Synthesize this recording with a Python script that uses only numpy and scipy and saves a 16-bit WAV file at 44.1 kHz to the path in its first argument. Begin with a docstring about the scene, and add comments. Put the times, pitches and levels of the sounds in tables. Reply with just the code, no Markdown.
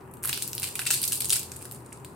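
"""A thick fried chip is bent and broken by hand close to a phone, over a table in a hard small room.
Throughout, filtered noise makes the air and a low, wavering drone, perhaps an appliance. A few faint breaks
lead to dense snapping from 0.2 s, loudest near 0.9 and 1.3 s, then sparser and softer after 1.5 s.
Each fracture is a sub-millisecond burst of pushes into damped rings; tiny cracks patter between them,
and the table and walls answer as sparse reflections and a decaying noise tail."""
import sys
import numpy as np
from scipy import signal
from scipy.fft import rfft, irfft, next_fast_len
from scipy.io import wavfile

SR = 44100
rng = np.random.default_rng(int(sys.argv[2]) if len(sys.argv) > 2 else 0)


def attenuation_scalar(level_db):
    """Turn a level in dB into a linear amplitude multiplier (20 dB per decade)."""
    decades = np.asarray(level_db, float) / 20
    return 10 ** decades


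def int16_out(signal):
    """Quantize to a 16-bit WAV file."""
    q = np.round(np.clip(np.atleast_2d(signal).T, -1, 1) * 32767)
    wavfile.write(sys.argv[1], SR, q.astype(np.int16))


N = 94815  # samples


def unit(x):
    """Normalisation by the root mean square, to rms 1."""
    return x / np.sqrt(np.mean(x ** 2) + 1e-20)


def along(points, hz):
    """Linear interpolation of (frequency [Hz], value) points on a logarithmic frequency axis."""
    f, v = np.transpose(points)
    return np.interp(np.log(hz + 1), np.log(f + 1), v)


def filtered(x, response):
    """Linear filtering: the spectrum of x times a complex frequency response."""
    m = next_fast_len(N + SR // 4)
    spectrum = rfft(x, m) * response(np.fft.rfftfreq(m, 1 / SR))
    return irfft(spectrum, m)[..., :N]


def peak(f, hz, width):
    """Frequency response of a damped second-order resonator, with gain 1 at resonance."""
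    return 1j * f * width / (hz * hz - f * f + 1j * f * width)


def room_tone():
    """Shaped noise with frequency-dependent coherence, and narrowband noise whose envelope wavers."""
    # spectrum of the air: (frequency [Hz], relative density [dB])
    air_shape = [(18, -37), (30, -20.5), (128, -2), (340, -4.5), (641, -12), (953, -7.5), (1800, -21),
                 (2340, -27), (2530, -24.5), (4900, -57), (7670, -36), (12700, -34), (15200, -36),
                 (16500, -48)]
    # left-right coherence of the air: (frequency [Hz], coherence [1])
    likeness = [(25, .85), (60, 1), (130, 0.87), (290, 0.83), (640, 0.5), (1410, 0.16), (3100, 0.16),
                (6820, 0.11), (15000, 0.02)]
    # resonances of the drone: (frequency [Hz], width of one of two passes [Hz], level before panning [dB])
    drone_bands = [(85.4, 16, -55.5), (125.5, 22.3, -50), (381.6, 82, -56)]
    air_db, pan_db = -48, 2  # air rms before panning; left over right

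    def mid_side(hz):
        # cos^2 - sin^2 of half the angle gives the coherence
        angle = np.arccos(np.clip(along(likeness, hz), -1, 1)) / 2
        return attenuation_scalar(along(air_shape, hz)) * [np.cos(angle), np.sin(angle)]

    mid, side = filtered(rng.standard_normal((2, N)), mid_side)
    air = attenuation_scalar(air_db) * unit(np.array([mid + side, mid - side]))
    drone = 0
    for hz, width, db in drone_bands:
        band = filtered(rng.standard_normal(N), lambda f: peak(f, hz, width) ** 2)
        drone = drone + attenuation_scalar(db) * unit(band)
    return (air + drone) * attenuation_scalar([[pan_db / 2], [-pan_db / 2]])


def echoes(x):
    """Reverberation: sparse early reflections and an exponentially decaying diffuse tail."""
    # reverberation time of the room: (frequency [Hz], time to fall 60 dB [s])
    room_t60 = [(1000, 0.049), (2600, 0.29), (7000, 0.3), (15000, 0.22)]
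    room_db = -1
    # first answers from hands, bowl and table top: level, reflections per second, decay time [s]
    table_db, table_per_s, table_t60 = -5.5, 1500, 0.026
    delay, step = 30, SR // 12  # samples
    out = np.zeros((2, N + SR))
    for start in range(0, N, step):  # new reflections for each stretch of time
        hz, t, z = signal.stft(rng.standard_normal((2, SR // 3)), SR, nperseg=256)
        decay = attenuation_scalar(-60 * t / along(room_t60, hz)[:, None])
        tail = signal.istft(z * decay, SR, nperseg=256)[1]
        seconds = np.arange(tail.shape[1]) / SR
        sparse = rng.random(tail.shape) < table_per_s / SR
        near = rng.standard_normal(tail.shape) * sparse * attenuation_scalar(-60 * seconds / table_t60)
        response = attenuation_scalar(room_db) * tail / np.linalg.norm(tail[0])
        response = response + attenuation_scalar(table_db) * near / np.linalg.norm(near[0])
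        wet = signal.fftconvolve(x[None, start:start + step], response, axes=1)
        out[:, start + delay:start + delay + wet.shape[1]] += wet
    return out[:, :N]


def snaps(times, levels_db, size):
    """Impulsive excitation of damped modes. Rows: left, right, and the even sound sent into the room."""
    # modes: (mean frequency [Hz], width [Hz], relative level [dB])
    # in order: sharp ring, dull body, hollow, shell, thin flakes, lower dull body
    modes = [(8800, 3050, 13.5), (1490, 670, 17), (2590, 794, 15.5), (4480, 2680, 14), (12140, 5500, 17.5),
             (985, 570, 8)]
    snap_s, ragged = 0.0005, 0.35  # decay constant of the pushes; later pushes beside the first
    scatter = 0.05  # spread of each mode's log frequency from break to break
    pan_db, pan_spread_db, lag_spread_s = 1.2, 2.5, 0.00001  # left-right differences
    t = np.arange(size) / SR
    # columns: 6 frequencies, 6 signs, lag, pan, then the pushes
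    draw = rng.standard_normal((len(times), 14 + size))
    levels_db = np.column_stack([levels_db, levels_db[:, 1]])  # last mode follows the dull body
    push = (t == 0) + ragged * draw[:, 14:] * np.exp(-t / snap_s)
    even = rough = 0
    for k, (hz, width, db) in enumerate(modes):
        grow = np.pi * width * t
        pitch = hz * np.exp(scatter * draw[:, [k]])
        ring = grow * np.exp(-grow) * np.sin(2 * np.pi * pitch * t)
        ring = ring * np.sign(draw[:, [6 + k]]) * attenuation_scalar(levels_db[:, [k]] + db)
        pushed = signal.fftconvolve(ring, push, axes=1)[:, :size]
        same_energy = np.linalg.norm(ring, axis=1) / np.linalg.norm(pushed, axis=1)
        even = even + ring
        rough = rough + pushed * same_energy[:, None]
    out = []
    for side, wave in ((0.5, rough), (-0.5, rough), (0, even)):
        onset = np.round((times + side * lag_spread_s * draw[:, 12]) * SR).astype(int)
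        at = onset[:, None] + np.arange(size)
        gain = attenuation_scalar(side * (pan_db + pan_spread_db * draw[:, [13]]))
        # samples past the end collect in one extra bin, which is dropped
        out.append(np.bincount(np.clip(at, 0, N).ravel(), (gain * wave).ravel(), N + 1)[:N])
    return np.array(out)


def crumbling():
    """Random point process of tiny cracks, whose level jumps up and decays exponentially in runs."""
    # patter of tiny cracks under the fingers, faint at first, swelling, then fading:
    # (time [s], relative level [dB])
    patter = [(0.0, -68), (0.21, -76), (0.42, -43.5), (0.68, -46), (1.2, -46), (1.47, -48), (2.02, -62.5),
              (2.15, -57)]
    # dying runs: (start [s], relative level [dB], time to fall 60 dB [s], boost of dull rings [dB])
    dying_runs = [(0, -58, 0.098, 12.5), (.137, -58, .16, -3), (.238, -36.5, 0.39, 4),
                  (.275, -38.5, 0.59, -0.5), (0.33, -36, 0.26, 10), (.421, -37, 0.066, -8),
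                  (.477, -57, .075, -10), (.55, -55, .13, -10), (.629, -25, .21, 3.5), (.756, -42, 0.17, 1),
                  (.794, -36, .38, -6), (.864, -21.5, 0.089, 6), (.904, -18.5, 0.23, -2.5),
                  (.937, -33.5, 0.31, 4), (1.029, -27, 0.15, -2.5), (1.078, -33, 0.16, -10),
                  (1.124, -16.5, 0.064, -8.5), (1.15, -27, 0.13, -11), (1.207, -25.5, 0.057, 2),
                  (1.327, -23.5, 0.17, 2), (1.356, -23, 0.12, 0.5), (1.654, -47, 0.058, 0),
                  (1.72, -48, 0.12, 0), (1.855, -56, .083, -10)]
    # relative levels of the rings [dB]: sharp ring, dull body, hollow, shell, thin flakes
    tiny_mix_db = [6.5, -26.5, -15, -2, -2]
    per_s = 450
    spread_db, largest = 5.5, 1.47  # largest crack, in spreads over the smallest
    draw = rng.random((int(per_s * N / SR), 2))
    times = draw[:, 0] * N / SR
    runs = np.array([(times > start) * attenuation_scalar(db - 60 * np.abs(times - start) / t60)
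                     for start, db, t60, _ in dying_runs])
    strength = attenuation_scalar(np.interp(times, *np.transpose(patter))) + runs.sum(0)
    dull_db = np.array(dying_runs)[:, 3] @ runs / strength  # weighted by each run's share
    spreads = np.minimum(-np.log(1 - draw[:, 1]), largest)  # exponential distribution, capped
    db = 20 * np.log10(strength) + spread_db * (spreads - 2)
    levels_db = db[:, None] + tiny_mix_db + dull_db[:, None] * [0, 1, 1, 1, 0]
    return snaps(times, levels_db, size=160)


def fractures():
    """Brittle fracture: each break that stands out excites the modes in its own proportions."""
    # breaks: (time [s], sharp ring relative level [dB], then over the sharp ring:
    # dull body [dB], hollow [dB], shell [dB], thin flakes [dB])
    cracks = [(0.0764, -56, 1.5, -6, -19, -8), (0.1128, -44, -26, -37, -26, -2),
              (0.1382, -40.5, -29, -19, -13, 2.5), (0.1412, -52, -20, -25, -17, -2),
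              (0.1708, -43, -26, -22, -12, -3), (0.2266, -43, -12, -21, -8, 2),
              (0.2317, -34, -30, -26, -18, 8), (0.238, -22.5, -24, -17, -20, 0),
              (0.2457, -29, -21, -22, -21, 1), (0.2492, -21, -13, -28, -19, -9),
              (0.2555, -19, -21, -21, -23, 3), (0.2746, -23.5, -17, -22, -26, 2),
              (0.284, -30.5, -10.5, -14, -11, 6), (0.2908, -28, -10, -15, 0, 3),
              (0.2943, -18, -16.5, -13.5, -11.5, -2), (0.3293, -23, -15, -7, 6, 1.5),
              (0.341, -34, -18, -13, 0, 0), (0.351, -42.5, -10, -13, 12, -1),
              (0.3755, -28.5, -15, -8, 2, 3), (0.4186, -38, -11, -10, -1, 5),
              (0.4232, -16, -36, -28, -8, -7.5), (0.4278, -23.5, -36, -32, -10, -2),
              (0.4773, -33.5, -39, -34, -23, 12), (0.5148, -42, -21, -22, -14, 9),
              (0.5317, -25, -22, -15.5, -4.5, 0), (0.5514, -30, -36, -34, -29, 7.5),
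              (0.5801, -23, -39, -30, 1, -3), (0.5982, -28.5, -31, -27, -18, 4.5),
              (0.621, -25.5, -27, -13, -9, -5), (0.6299, -21, -23, -13.5, -12, -4),
              (0.6313, -23.5, -25, -14, -12, -5), (0.6395, -29, -19, -13, -5, 1),
              (0.6416, -22, -19, -10, -9, -4), (0.689, -28.5, -20, -16, -10, -3),
              (0.7425, -37, -33, -24, -25, -6), (0.7545, -23, -27, -15.5, -8, 1),
              (0.7572, -27, -26, -9.5, -11, -5), (0.7926, -21.5, -5.5, -9.5, -2.5, -4),
              (0.7973, -23.5, -19, -14, -26, -6), (0.8173, -26, -19, -8, -21, -2),
              (0.8543, -30.5, -14, -15, 2, -4), (0.8622, -31.5, -25, -11, -8, 3),
              (0.8652, -17.5, -26, -13, -11, -6), (0.8744, -28.5, -33, -6, -1, -5),
              (0.9053, -13, -13, -12, -4, -3.5), (0.9103, -8.5, -26, -24, -15, -4),
              (0.9182, -23, -38, -33, -4, -13), (0.9268, -28.5, -30, -26, 4.5, -5),
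              (0.937, -16, -32, -23, -6, -14), (0.941, -18, -30, -31, -4.5, -0.5),
              (0.9785, -29, -34, -20, 1, -9), (1.0166, -20.5, -40, -23, -8, -2),
              (1.0284, -28.5, -30, -25, 0, 4), (1.03, -21, -39, -34, -3.5, 0.5),
              (1.038, -17.5, -37, -41, -3, -12), (1.0512, -23.5, -38, -33, -11, 3.5),
              (1.0783, -18.5, -42, -43, -12, 2), (1.1115, -25, -31, -33, -13, -7),
              (1.1194, -22, -37, -26, -13, -13), (1.1222, -19.5, -19.5, -13.5, -2, 3),
              (1.1285, -21.5, -41, -25, -10, -5), (1.1311, -14, -41, -33, -9.5, -4),
              (1.1392, -41, -32, -28, -14, -10), (1.148, -28, -34, -26, -18, 5),
              (1.1742, -32, -33, -18, 1, 1), (1.2046, -25, -38, -29, -10, 7),
              (1.2064, -18, -41, -34, -6, -9), (1.2152, -26, -40, -33, -23, -6),
              (1.2198, -20, -26, -24, -3.5, -9), (1.2453, -19, -37, -33, -7, -3.5),
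              (1.2554, -15, -46, -45, -14.5, -18), (1.277, -34, -38, -35, -24, 1),
              (1.288, -26, -46, -38, -26, 1), (1.2959, -18.5, -32, -20, -12, 2),
              (1.3041, -8.5, -36, -28, -7.5, -11.5), (1.314, -16, -51, -36, -19, -9),
              (1.3246, -12, -36, -22, -16, -12), (1.3272, -17, -27.5, -18, -9, -10),
              (1.3313, -8.5, -37, -26, -7.5, -11), (1.3409, -25, -35, -24, -15, -13),
              (1.3601, -19, -23, -34, -22, -14), (1.3663, -21, -22, -19, -15, -2),
              (1.3941, -24, -28, -32, -17, 0), (1.4312, -28.5, -38, -37, -1.5, -1),
              (1.5181, -27, -27, -20.5, -13, -5), (1.523, -37, -20, -24, -7.5, -7),
              (1.5618, -31, -31, -28, -13.5, -16), (1.5659, -28.5, -27, -37, -19, -13),
              (1.573, -45, -29, -21, -10, -2), (1.591, -42, -24, -35, -21, -13),
              (1.6104, -49, -6, -2, -15, -7), (1.614, -42, -24, -23, -15, 2),
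              (1.6208, -35, -32, -16.5, -21, -7), (1.6253, -31.5, -30, -25, -15, -12),
              (1.6392, -42, -21, -29, -19, -8), (1.6465, -36, -27, -27, -14, -12),
              (1.654, -32, -12, -28, -11.5, -2), (1.7124, -32, -24, -20, -13, 2.5),
              (1.722, -32.5, -24, -25, -22, 2), (1.747, -32.5, -31, -37, -23, -19),
              (1.7605, -39.5, -26, -31, -11, -17), (1.8226, -52, -8, -16, -18, -5),
              (1.8622, -38.5, -19, -29, -22, -24), (1.9231, -57, 3, 10.5, -10, -8),
              (1.9274, -31, -25, -26, -16, -14), (1.9303, -38, -27, -31, -23, -23),
              (1.974, -43, -23, -26, -8, -8), (2.0003, -46, -22, -14, -12, -7),
              (2.0475, -31.5, -34, -38, -6, -7), (2.0506, -44.5, -34, -41, -22, -5),
              (2.096, -51, -17, -22, -6, 1), (2.134, -60, -10, -23, -7, -14)]
    rows = np.array(cracks)
    levels_db = rows[:, [1]] + rows[:, 1:] * [0, 1, 1, 1, 1]
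    return snaps(rows[:, 0], levels_db, size=256)


def scene():
    """Superposition of the chip, its reflections and the room; a small shell radiates bass weakly."""
    thin_hz = 860  # corner of each of two first-order high-pass stages
    breaks = fractures() + crumbling()
    chip = filtered(breaks, lambda f: (1j * f / (thin_hz + 1j * f)) ** 2)
    return chip[:2] + echoes(chip[2]) + room_tone()


def roll_off(x):
    """The treble ends steeply here."""
    return signal.sosfilt(signal.butter(12, 16980, fs=SR, output="sos"), x)


def record(dry):
    """Band limitation in the phone: a low-pass whose gain falls linearly to zero over 300 Hz."""
    top_hz = 16100  # middle of the slope
    mix = filtered(dry, lambda hz: np.clip((top_hz + 150 - hz) / 300, 0, 1))
    return roll_off(mix)


dry = scene()
out = record(dry)
int16_out(out)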